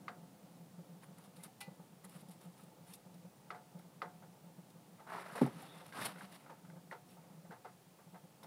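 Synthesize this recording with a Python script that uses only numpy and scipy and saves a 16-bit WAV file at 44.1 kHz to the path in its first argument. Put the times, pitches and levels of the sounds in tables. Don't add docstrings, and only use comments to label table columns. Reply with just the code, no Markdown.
import sys
import numpy as np
from scipy import signal
from scipy.fft import rfft, irfft, next_fast_len
from scipy.io import wavfile
from scipy.ndimage import map_coordinates

SR = 44100
rng = np.random.default_rng(int(sys.argv[2]) if len(sys.argv) > 2 else 0)


def attenuation_scalar(level_db):
    decades = np.asarray(level_db, float) / 20
    return 10 ** decades


def generate_wav(signal):
    frames = np.transpose(np.atleast_2d(signal))
    scaled = np.clip(frames, -1, 1) * 32767
    pcm = np.round(scaled).astype(np.int16)
    wavfile.write(sys.argv[1], SR, pcm)


N = 373086

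# t/s, peak level/dB, pan pitch f/Hz, length/s
EARLY_DRIPS = [(0.054, -45.5, 180, 0.022), (0.176, -48.8, 166, 0.026), (0.224, -48.2, 175, 0.018),
               (0.424, -51.6, 180, 0.032), (0.535, -51, 172, 0.025), (0.594, -45.9, 170, 0.042),
               (0.732, -49.4, 173, 0.037), (0.778, -41.0, 170.7, 0.035), (0.887, -48, 174, 0.026),
               (0.885, -51, 164.4, 0.064), (0.957, -51, 175, 0.023), (1.079, -46.5, 176, 0.018),
               (1.105, -49, 164, 0.016), (1.166, -52.5, 183, 0.027), (1.223, -52.7, 179, 0.024),
               (1.269, -51, 184, 0.03), (1.371, -48, 172.5, 0.031), (1.452, -49, 178, 0.015),
               (1.673, -40, 172, 0.017), (1.707, -47.5, 181, 0.019), (1.79, -45.6, 176, 0.025),
               (1.917, -52.5, 184, 0.04), (2.039, -47.5, 187, 0.039), (2.15, -43.5, 169, 0.017),
               (2.218, -45, 176.6, 0.023), (2.216, -53, 179.7, 0.048), (2.285, -44.5, 178, 0.024),
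               (2.452, -42.5, 172, 0.036), (2.626, -47.5, 174, 0.017), (2.673, -49.8, 174, 0.014)]
MIDDLE_DRIPS = [(2.804, -50.9, 169, 0.022), (2.886, -50.5, 182, 0.043), (3.056, -45.5, 172, 0.018),
                (3.09, -51.5, 181, 0.036), (3.137, -49.5, 176.4, 0.07), (3.24, -45, 180, 0.036),
                (3.522, -50.5, 174, 0.033), (3.747, -41, 176, 0.021), (3.781, -51.5, 174, 0.02),
                (3.838, -49.5, 177, 0.032), (3.916, -58, 170, 0.02), (3.96, -54, 172, 0.021),
                (4.049, -46, 174, 0.03), (4.127, -55, 167, 0.057), (4.203, -50, 172, 0.014),
                (4.228, -48, 168.3, 0.035), (4.274, -53, 177, 0.045), (4.429, -51.5, 169, 0.087),
                (4.463, -50.5, 167, 0.017), (4.576, -44.5, 173.7, 0.034), (4.751, -50, 172, 0.017),
                (4.775, -51, 178, 0.017), (4.919, -50, 175, 0.026), (5.139, -48, 176, 0.032),
                (5.321, -47, 170, 0.011), (5.353, -52.5, 201, 0.0074)]
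LATE_DRIPS = [(5.552, -43.5, 170, 0.022), (5.633, -49, 170, 0.024), (5.756, -50.1, 179, 0.02),
              (5.957, -55, 195, 0.047), (6.021, -45, 180, 0.014), (6.049, -51, 195, 0.017),
              (6.152, -45.5, 172, 0.029), (6.23, -44, 188, 0.02), (6.314, -50.5, 175, 0.034),
              (6.488, -52.4, 169, 0.03), (6.631, -50.9, 172, 0.029), (6.68, -46.5, 173.3, 0.035),
              (6.722, -45.5, 170, 0.023), (6.756, -45, 171, 0.032), (6.831, -52.2, 173, 0.028),
              (6.885, -48.5, 172, 0.023), (7.177, -52, 165.5, 0.034), (7.3, -48, 178, 0.019),
              (7.336, -50.5, 183, 0.017), (7.366, -47.1, 164.3, 0.036), (7.439, -51, 172, 0.025),
              (7.492, -42, 176, 0.014), (8.062, -50.5, 170, 0.026), (8.124, -47.5, 178.4, 0.031),
              (8.233, -47, 172, 0.018)]
FAINT_DRIPS = [
    (5.856, -59, 162, .025),
    (7.016, -60, 140, 0.022),
    (7.111, -59, 183, 0.027),
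    (7.702, -55, 180, 0.053),
    (7.861, -60, 164, 0.022),
    (7.912, -56, 175, 0.02),
]
# t/s, flow level/dB
STREAM = [(0, -56.5), (0.8, -62.5), (3.1, -65), (5, -64), (5.25, -64), (5.49, -49.5), (5.77, -61),
          (6.08, -57), (6.95, -67), (7.45, -64.5), (7.84, -81), (8.46, -62.5)]
# f/Hz, width/Hz, level/dB
PAN_FLOOR = [(172, 42, 1.5), (313, 35, -9)]
PAN_WALLS = [(331.5, 55, 0.5), (521, 53, 5.5), (647, 89, -1), (723, 49, 2.5), (872, 39, 2.5),
             (1250, 230, -10), (1630, 530, -24.5)]
PATTER_DB, PATTER_FOLLOWS = -71, 0.47

# f/Hz, level/dB (per Hz)
GARAGE_HISS = [(12, -39), (20, -23), (49, -22), (59, -33.5), (119, -2.5), (171, 0.5), (239, -9), (384, -11),
               (887, -13), (1020, -16), (1550, -21.5), (6790, -26), (9490, -24.5), (14000, -29.5),
               (15900, -29)]
HISS_DB = -66.5
# f/Hz, level/dB
WHINE = [(14998, -80)]

# t/s, peak level/dB, blow f/Hz, softness/dB
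TAPS = [(0.081, -35, 1200, -14), (1.034, -59, 1930, -5), (1.1827, -55, 1250, -10),
        (3.5043, -36.5, 1300, -12), (3.5468, -44, 870, -4), (4.0181, -31.5, 1250, -8.5),
        (4.2219, -52, 700, 1.5), (4.9955, -54, 1280, 7), (5.3524, -41.5, 900, 8), (5.463, -52, 1100, 7),
        (5.8, -49, 1130, -2), (5.924, -50, 1560, -18), (6.0212, -39, 1800, -10), (6.1835, -52, 1500, -19),
        (6.2088, -45.5, 1580, -11), (6.4627, -52.5, 1370, -7), (6.4946, -48.5, 1250, 7.5),
        (6.7, -56.5, 1510, -13), (6.65, -57.5, 1300, -7), (6.7574, -57, 620, 1), (6.9125, -40, 1900, -1.5),
        (6.9205, -44.5, 790, 0), (6.9265, -42, 1400, -9), (6.1595, -53, 1490, -18), (6.173, -57, 1400, -18),
        (7.509, -47, 1500, 3), (7.1666, -62, 1210, 12), (7.4475, -56.5, 600, -1), (7.24, -60, 650, 0),
        (7.3, -62, 890, 2), (3.795, -58.5, 1300, -6), (7.519, -46.5, 880, 2.5), (7.647, -45, 870, 4.5),
        (7.657, -52, 890, -4), (7.988, -55.5, 1000, 1), (8.1444, -49, 850, 0), (8.438, -50.5, 500, 0),
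        (8.4295, -51, 990, -3)]
# f/Hz, width/Hz, level/dB
CHASSIS = [(486, 113, -3), (732, 58, -0.5), (890, 57, 1), (980, 220, 0), (1250, 250, 5.5), (1624, 270, 1),
           (2050, 240, -3.5), (2680, 590, 6), (3900, 680, 6.5), (4630, 1200, 2.5)]
# f/Hz, level/dB, time to fall 60 dB/s
HOLLOW_FRAME = [(500, -2, 0.13), (724, 0.5, 0.74), (700, -5, 0.39), (878, -1.5, .33), (907, -9, 0.64),
                (1055, -7, .35), (1300, -3, 0.28), (1427, -10.5, 0.45), (1560, -8, 0.23), (1680, -15, .18)]
TREBLE_DB, TREBLE_LOSS = -19, 0.59
BLOW_LOSS, RING_GAIN, ECHO_GAIN = 0.33, 0.24, 0.17
ECHO_T60_S = 0.14
HAND_DAMPS = 12

# peak t/s, rise/s, fall/s, level/dB, brightness/dB
GLOVE_RUBS = [(1.04, .03, .02, -60, -6), (1.182, .015, .12, -73, 1.5), (1.365, .015, 0.19, -68.5, 1.5),
              (1.434, 0.01, 0.083, -62, -2), (2.056, 0.036, .02, -61, -7), (2.16, 0.13, .09, -64.5, -1),
              (2.326, 0.062, .06, -71, 1.5), (2.418, .02, 0.071, -64.5, -1), (2.61, 0.14, 0.13, -70, -2),
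              (2.91, 0.087, .09, -65.5, 3.5), (3.138, .02, .07, -82, 0), (1.25, .025, 0.065, -70, -1),
              (2.21, .04, 0.033, -70.5, 4), (2.45, 0.025, 0.036, -69, 1), (7.11, 0.054, .08, -73.5, 4.5)]
SLEEVE_STROKES = [(4.994, 0.031, .06, -62.5, -23), (5.075, .012, .08, -58, -19),
                  (5.14, 0.09, 0.13, -46, -19.5), (5.19, 0.071, 0.15, -48.5, -17),
                  (5.29, 0.18, 0.17, -51, -16.5), (5.335, 0.023, 0.068, -62, -3.5),
                  (5.36, .012, 0.11, -48.5, -13), (5.385, 0.045, .08, -54, -7),
                  (5.416, 0.014, 0.13, -45, -16), (5.63, 0.28, 0.15, -56.5, -10),
                  (5.77, 0.24, 0.2, -59, -11), (5.88, 0.11, .08, -63, -6.5),
                  (5.925, .006, 0.091, -53, -12.5), (5.99, 0.085, .08, -45, -12),
                  (6.022, .035, 0.055, -44.5, -7), (6.057, 0.019, 0.045, -43, -3.5),
                  (6.09, .05, 0.14, -54, -11), (6.41, .1, 0.11, -66.5, -7),
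                  (6.214, 0.068, 0.13, -55.5, -9.5), (6.345, 0.064, 0.053, -57.5, -6.5),
                  (6.5, .2, 0.3, -69, -23)]
SWING_DB, ROUND = 25.5, 1.71
SCUFF_DB, FIZZ_DB, FIZZ_GROWS = (-5.5, 0.5), (-3, -1.7), 1.05
# f/Hz, level/dB (per Hz)
DRAG = [(150, -46), (250, -18), (413, -8), (500, -16), (568, -6), (1050, -6), (2070, -12.5), (3200, -36),
        (4160, -52), (7040, -120)]
# f/Hz, width/Hz, level/dB
FOLDS = [(432, 42, -7), (726, 11, -9), (910, 44, -2.5), (1280, 48, -0.5), (2060, 570, -13.5),
         (3140, 28, -30)]
# f/Hz, width/Hz, level/dB
SCUFF = [(2050, 310, -2.5), (2740, 650, 0.5), (3790, 370, 1.5), (4310, 490, -1.5), (5420, 910, -6)]
# f/Hz, width/Hz, level/dB
FIZZ = [(6540, 1600, -16.5), (7800, 900, -7), (8500, 210, -4), (9090, 330, -0.5), (9770, 430, 0),
        (10390, 340, -2.5), (11160, 960, -4), (13400, 2900, -12)]
# t/s, f/Hz, level/dB
SQUEAK = [
    (5.62, 3420, -82),
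    (5.69, 3550, -68),
    (5.74, 3540, -69.5),
    (5.82, 3440, -70),
    (5.85, 3380, -82),
]

# t/s, peak level/dB, middle range level/dB, time to fall 60 dB/s
CRINKLES = [(1.183, -54, -11, 0.038), (1.2363, -61, -2, 0.1), (1.3635, -61.5, 3, .06),
            (1.4338, -42.5, -9.5, 0.053), (1.605, -43, -9, 0.095), (2.041, -54, -8, .04),
            (2.046, -48, -8, 0.025), (2.05, -53, -7, 0.022), (1.443, -54, -4, .06),
            (2.932, -52, -13, 0.048), (2.951, -50, -14, 0.025), (2.955, -57, -12, 0.027),
            (2.0941, -53, -9, 0.057), (2.285, -56, -5, 0.05), (2.3083, -55, -6, 0.07),
            (2.411, -60, -3, 0.05), (2.5765, -61, -3, 0.054), (2.6339, -60, -18, 0.05),
            (2.935, -46.5, -4, 0.055), (3.1412, -61.5, -1, 0.05), (3.7894, -60, 0, 0.05),
            (4.6994, -62, 0.5, 0.054), (5.3223, -53, -17, 0.05), (5.4132, -51, -9, 0.05),
            (5.462, -50, -1.5, 0.05), (5.6191, -49, -16, 0.05), (5.865, -47.5, -12, 0.004),
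            (6.0122, -46, -13, 0.066), (6.0504, -34, -25, 0.029), (6.058, -39.5, -8, 0.055),
            (5.355, -49, -14, 0.077), (5.879, -56, -16, .02), (5.985, -48, -12, .05),
            (6.2233, -60, -18, 0.055), (6.3235, -55, -17, 0.05), (6.348, -55, -16, 0.073),
            (6.908, -56, -25, 0.06), (8.431, -57, 3.5, 0.092)]
# f/Hz, width/Hz, level/dB
SNAP = [(2300, 880, -6), (3700, 400, 3), (4530, 470, -0.5), (5340, 660, 0), (12500, 2600, -8)]

# t/s, level/dB, f/Hz, time to fall 60 dB/s
PLINKS = [
    (1.185, -65, 970, 0.046),
    (1.395, -68, 2050, 0.18),
    (1.478, -60, 758, 0.15),
    (2.042, -63, 1990, .04),
    (2.592, -63, 1280, 0.072),
    (5.625, -51, 770, 0.098),
    (5.925, -55, 1580, 0.25),
    (7.088, -70, 5500, .07),
]

# t/s, ring level/dB, scatter level/dB
CLANK = (1.606, -42.5, -43)
# f/Hz, level/dB, time to fall 60 dB/s
STEEL = [(808, -2, 0.37), (910, -9, .45), (1055, -5.5, 0.46), (1300, -14, .37), (1410, -14, .31),
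         (1580, -13.5, .3), (1998, 0, 0.26), (2380, -6, .15), (2455, -7, 0.22), (2789, -8, .12),
         (2980, -6, .1), (3800, -16, 0.13), (4215, -6, .14), (4520, -10, 0.27), (5136, -9, .1),
         (5500, -9, .09), (6300, -14, 0.074)]

# t/s, peak level/dB, f/Hz
CATCHES = [(5.067, -51, 830), (5.073, -44.5, 860), (5.228, -49, 1010), (5.24, -48, 1500),
           (5.298, -45, 1300), (5.315, -50, 1100), (5.33, -46, 1400), (5.378, -36, 1300),
           (5.393, -41, 1500), (5.402, -46, 900), (5.088, -41, 1110), (5.103, -39, 920), (5.12, -36, 745),
           (5.135, -48, 1300), (5.143, -37, 890), (5.149, -39.5, 720), (5.168, -42, 1190),
           (5.179, -36, 930), (5.192, -44, 680), (5.213, -44, 1150), (5.264, -51, 900), (5.279, -55, 750),
           (5.352, -39, 915), (5.361, -37, 620), (5.372, -38, 760), (5.385, -35.5, 516), (5.971, -40, 640),
           (5.985, -38, 1220), (5.996, -39, 950), (6.012, -46, 1100), (6.024, -41, 756), (6.031, -46, 700),
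           (6.057, -45, 670), (6.062, -48, 1190), (6.071, -48, 800)]
CATCH_T60_S, CATCH_WIDTH = 0.04, 0.32

# t/s, level/dB, hardness/dB
BUMPS = [
    (5.4135, -29.5, 13),
    (5.417, -18.5, 12.5),
    (5.4288, -21.5, -5.5),
    (5.4418, -32.5, -23),
    (5.4463, -30.5, -5),
    (5.4626, -35.5, 24),
    (5.4743, -34.5, 13),
]
# f/Hz, level/dB, time to fall 60 dB/s
PANEL = [(131, -3, 0.088), (207, -5, 0.038), (240, -14.5, 0.22), (269, 12, 0.0313), (298, 1.5, 0.016),
         (379, 0, 0.07), (504, -5.5, 0.03), (777, -11.5, 0.019)]
# t/s, width/s, level/dB, top f/Hz
JOLTS = [
    (5.45, .04, -49, 40),
    (6.025, 0.057, -51, 380),
]


def unit(x):
    return x / np.sqrt(np.mean(x ** 2) + 1e-20)


def seconds(length):
    return np.arange(int(length * SR)) / SR


def onset(t, rise):
    return 1 - np.exp(-t / rise)


def decay(t, t60):
    return attenuation_scalar(-60 * t / t60)


def curves(rows, outside=-120):
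    s, *cols = np.transpose(rows)
    return np.array([np.interp(np.arange(N) / SR, s, c, outside, outside) for c in cols])


def wobble(rate):
    knots = rng.standard_normal(int(N * rate / SR) + 4)
    return map_coordinates(knots, [np.arange(N) * rate / SR])


def filtered(x, response):
    m = next_fast_len(len(x) + 8192)
    return irfft(rfft(x, m) * response(np.fft.rfftfreq(m, 1 / SR)), m)[:len(x)]


def colour(points):
    f, v = np.transpose(points)
    return lambda hz: attenuation_scalar(np.interp(np.log(hz + 1), np.log(f + 1), v, -120, -120))


def resonant(modes):
    def response(f):
        total = 0
        for k, (c, w, db) in enumerate(modes):
            total = total + (-1) ** k * attenuation_scalar(db) * 1j * f * w / (c * c - f * f + 1j * f * w)
        return total
    return response


def ringing(modes, t, scatter_db):
    total = 0
    for hz, db, t60 in modes:
        strength = attenuation_scalar(db + scatter_db * rng.standard_normal())
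        total = total + strength * decay(t, t60) * np.sin(2 * np.pi * (hz * t + rng.random()))
    return total


def grainy(rate, depth_db):
    return unit(rng.standard_normal(N) * attenuation_scalar(depth_db * wobble(rate)))


def add(track, s, db, sound, noisy=False):
    if noisy:
        size = 2.5 * np.sqrt(np.mean(sound[:SR // 40] ** 2))
    else:
        size = np.max(np.abs(sound))
    part = track[round(s * SR):][:len(sound)]
    part += attenuation_scalar(db) * sound[:len(part)] / size


def oil():
    drum, splat, t = np.zeros(N), np.zeros(N), seconds(0.2)
    for s, db, hz, length in [*EARLY_DRIPS, *MIDDLE_DRIPS, *LATE_DRIPS, *FAINT_DRIPS]:
        smothered = attenuation_scalar(-6 * (t / (1.17 * length)) ** 3.9) + attenuation_scalar(-18) * decay(t, 0.3)
        swell = onset(t, 0.0021) ** 2 * smothered
        add(drum, max(s, 0), db - 5.5, swell * np.sin(2 * np.pi * hz * t))
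        spray = rng.standard_normal(len(t)) * np.minimum(t / 0.0069, 1) * decay(t, 0.093)
        add(splat, s + 0.00299, db - 1.5, spray)
    flow_db, = curves(STREAM, outside=None)
    murmur = unit(filtered(grainy(rate=35, depth_db=1.0), resonant(PAN_FLOOR)))
    murmur = attenuation_scalar(flow_db - 4.5) * murmur
    patter_db = PATTER_DB + PATTER_FOLLOWS * (flow_db - flow_db.mean())
    patter = attenuation_scalar(patter_db) * unit(filtered(grainy(rate=40, depth_db=2.5), resonant(PAN_WALLS)))
    return drum + murmur + patter + 3 * filtered(splat, resonant(PAN_WALLS))


def garage():
    out = attenuation_scalar(HISS_DB + 1.5) * unit(filtered(rng.standard_normal(N), colour(GARAGE_HISS)))
    for hz, db in WHINE:
        size = np.sqrt(2) * attenuation_scalar(db - 2.5 + 1.5 * wobble(12))
        out += size * np.sin(2 * np.pi * np.cumsum(hz + 11 * wobble(30)) / SR)
    return out


def wrench():
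    out, t = np.zeros(N), seconds(1 / 3)
    low, mid, high = resonant(CHASSIS[:3]), resonant(CHASSIS[3:7]), resonant(CHASSIS[7:])
    dull = lambda f: 1 / (1 - (f / 2400) ** 2 + 1j * f / 2600) ** 2
    dull_mid = lambda f: mid(f) * dull(f)
    soft_high = lambda f: high(f) / (1 - (f / 5200) ** 2 + 1j * f / 5000)
    for s, db, hz, soft_db in TAPS:
        blow = np.sin(2 * np.pi * hz * t) + 0.14 * rng.standard_normal(len(t))
        blow += attenuation_scalar(-13 - 0.5 * soft_db) * np.sin(2 * np.pi * 2030 * t)
        blow *= decay(t, 0.015) * onset(t, 0.00064)
        add(out, s - 0.0003, db - BLOW_LOSS * soft_db - 1.0, filtered(blow, dull))

        damping = attenuation_scalar(-HAND_DAMPS * max(soft_db + 11, 0) * t)
        frame = ringing(HOLLOW_FRAME, t, scatter_db=0.5) * damping * onset(t, 0.01)
        add(out, s, db + RING_GAIN * soft_db - 12.5, frame)

        high_db = TREBLE_DB - TREBLE_LOSS * soft_db
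        # response, level in dB, relative life, build-up in s
        ranges = ((low, 0.73 * soft_db - 3.5, 1.1, 0.0031),
                  (dull_mid, ECHO_GAIN * soft_db - 9, 1.3, 0.003),
                  (soft_high, high_db - 5.5, 0.5, 0.0005))
        for body, rel_db, life, lag in ranges:
            echoes = rng.standard_normal(len(t)) * decay(t, life * ECHO_T60_S) * onset(t, lag)
            add(out, s - 0.0005, db + rel_db, filtered(echoes, body), noisy=True)
    return out


def pressure():
    power, t = np.zeros((3, N + SR)), np.arange(-SR // 2, SR // 2) / SR
    for rows, scuff_db, fizz_db in zip((GLOVE_RUBS, SLEEVE_STROKES), SCUFF_DB, FIZZ_DB):
        for s, rise, fall, db, bright_db in rows:
            shape_db = db - SWING_DB * np.where(t < 0, -t / rise, t / fall) ** ROUND
            range_db = np.array([[0], [scuff_db + bright_db], [fizz_db + FIZZ_GROWS * bright_db]])
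            start = round(s * SR) - SR // 2
            power[:, start:start + len(t)] += attenuation_scalar(shape_db + range_db) ** 2
    return np.sqrt(power[:, :N])


def rubbing():
    drag, scuff, fizz = pressure()
    grit = attenuation_scalar(1.77 * wobble(90))

    def rough(response):
        friction = grainy(rate=300, depth_db=1.5)
        slips = (rng.random(N) < 1200 / SR) * rng.standard_normal(N) * 3
        return unit(grit * filtered(friction + slips, response))

    cloth = drag * (attenuation_scalar(-3.5) * rough(colour(DRAG)) + attenuation_scalar(-10.0) * rough(resonant(FOLDS)))
    hz, db = curves(SQUEAK)
    squeak = np.sin(2 * np.pi * np.cumsum(hz + 90 * wobble(150)) / SR)
    squeak *= attenuation_scalar(db + 3.5) * (0.3 + wobble(520))
    return cloth + scuff * rough(resonant(SCUFF)) + fizz * rough(resonant(FIZZ)) + squeak


def crinkles():
    out, t = np.zeros(N), seconds(0.1)
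    for s, db, mid_db, t60 in CRINKLES:
        grit = attenuation_scalar(4.0 * rng.standard_normal(len(t) // 40 + 1)).repeat(40)[:len(t)]
        shape = np.minimum(t / 0.0026, 1) * (decay(t, t60) * grit + 0.7 * decay(t, 0.0038))
        for modes, rel_db in ((FIZZ, 0), (SNAP, mid_db + 2.5)):
            spray = filtered(shape * rng.standard_normal(len(t)), resonant(modes))
            add(out, s - 0.0005, db + rel_db, spray)
    return out


def plinks():
    out, t = np.zeros(N), seconds(1 / 6)
    for s, db, hz, t60 in PLINKS:
        bubble = np.sin(2 * np.pi * hz * (t + 0.36 * t * t))
        add(out, s, db, bubble * decay(t, t60) * onset(t, 0.0026))
    return out


def clank():
    out, t = np.zeros(N), seconds(0.5)
    s, ring_db, scatter_db = CLANK
    for lag, rel_db in ((0, -1.5), (0.009, -5.5)):
        shimmer = 1 + 0.37 * wobble(128)[:len(t)]
        ring = ringing(STEEL, t, scatter_db=0.0) * shimmer * onset(t, 0.0013)
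        add(out, s + lag, ring_db + rel_db, ring)
    scatter = rng.standard_normal(len(t)) * decay(t, 0.16) * onset(t, 0.004)
    add(out, s, scatter_db, filtered(scatter, resonant(CHASSIS)))
    return out


def catches():
    out, t = np.zeros(N), seconds(0.05)
    muffled = lambda f: 1 / (1 - (f / 2300) ** 2 + 1j * f / 2200) ** 2
    for s, db, hz in CATCHES:
        burst = rng.standard_normal(len(t)) * decay(t, CATCH_T60_S) * onset(t, 0.0005)
        width = CATCH_WIDTH * hz
        fold = resonant([(hz, width, 0), (1.58 * hz, width, -9)])
        add(out, s, db - 1.5, filtered(filtered(burst, muffled), fold))
    return out


def bump():
    out, t = np.zeros(N), seconds(0.25)
    for s, db, hard_db in BUMPS:
        ring = 0
        for hz, level, t60 in PANEL:
            mode_db = level + hard_db * np.log2(hz / 240)
            ring = ring + attenuation_scalar(mode_db) * decay(t, t60) * np.sin(2 * np.pi * hz * t)
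        add(out, s, db + 1.3, ring * onset(t, 0.00093))
    small = lambda f: f * f / (f * f - 128 ** 2 - 1j * 55 * f) * f ** 4 / (f ** 4 + 100 ** 4)
    return filtered(out, small)


def jolt():
    out, noise, t = np.zeros(N), rng.standard_normal(N), np.arange(N) / SR
    for s, width, db, top_hz in JOLTS:
        rumble = unit(filtered(noise, lambda f: (f > 20) / (1 + (f / top_hz) ** 2)))
        out += attenuation_scalar(db) * rumble * np.exp(-((t - s) / width) ** 2)
    return out


def scene():
    near = oil() + wrench() + rubbing() + crinkles() + plinks() + clank() + catches() + bump() + jolt()
    bass_cut = lambda f: (f * f / (f * f - 115 ** 2 - 1j * 130 * f)) ** 2 + attenuation_scalar(-34.5)
    return (filtered(near, bass_cut) + garage())[None]


def low_pass(x):
    return signal.sosfilt(signal.butter(12, 15830, fs=SR, output="sos"), x)


def record(dry):
    limited = filtered(dry[0], lambda f: f < 15830)[None]
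    return low_pass(limited)


dry = scene()
out = record(dry)
generate_wav(out)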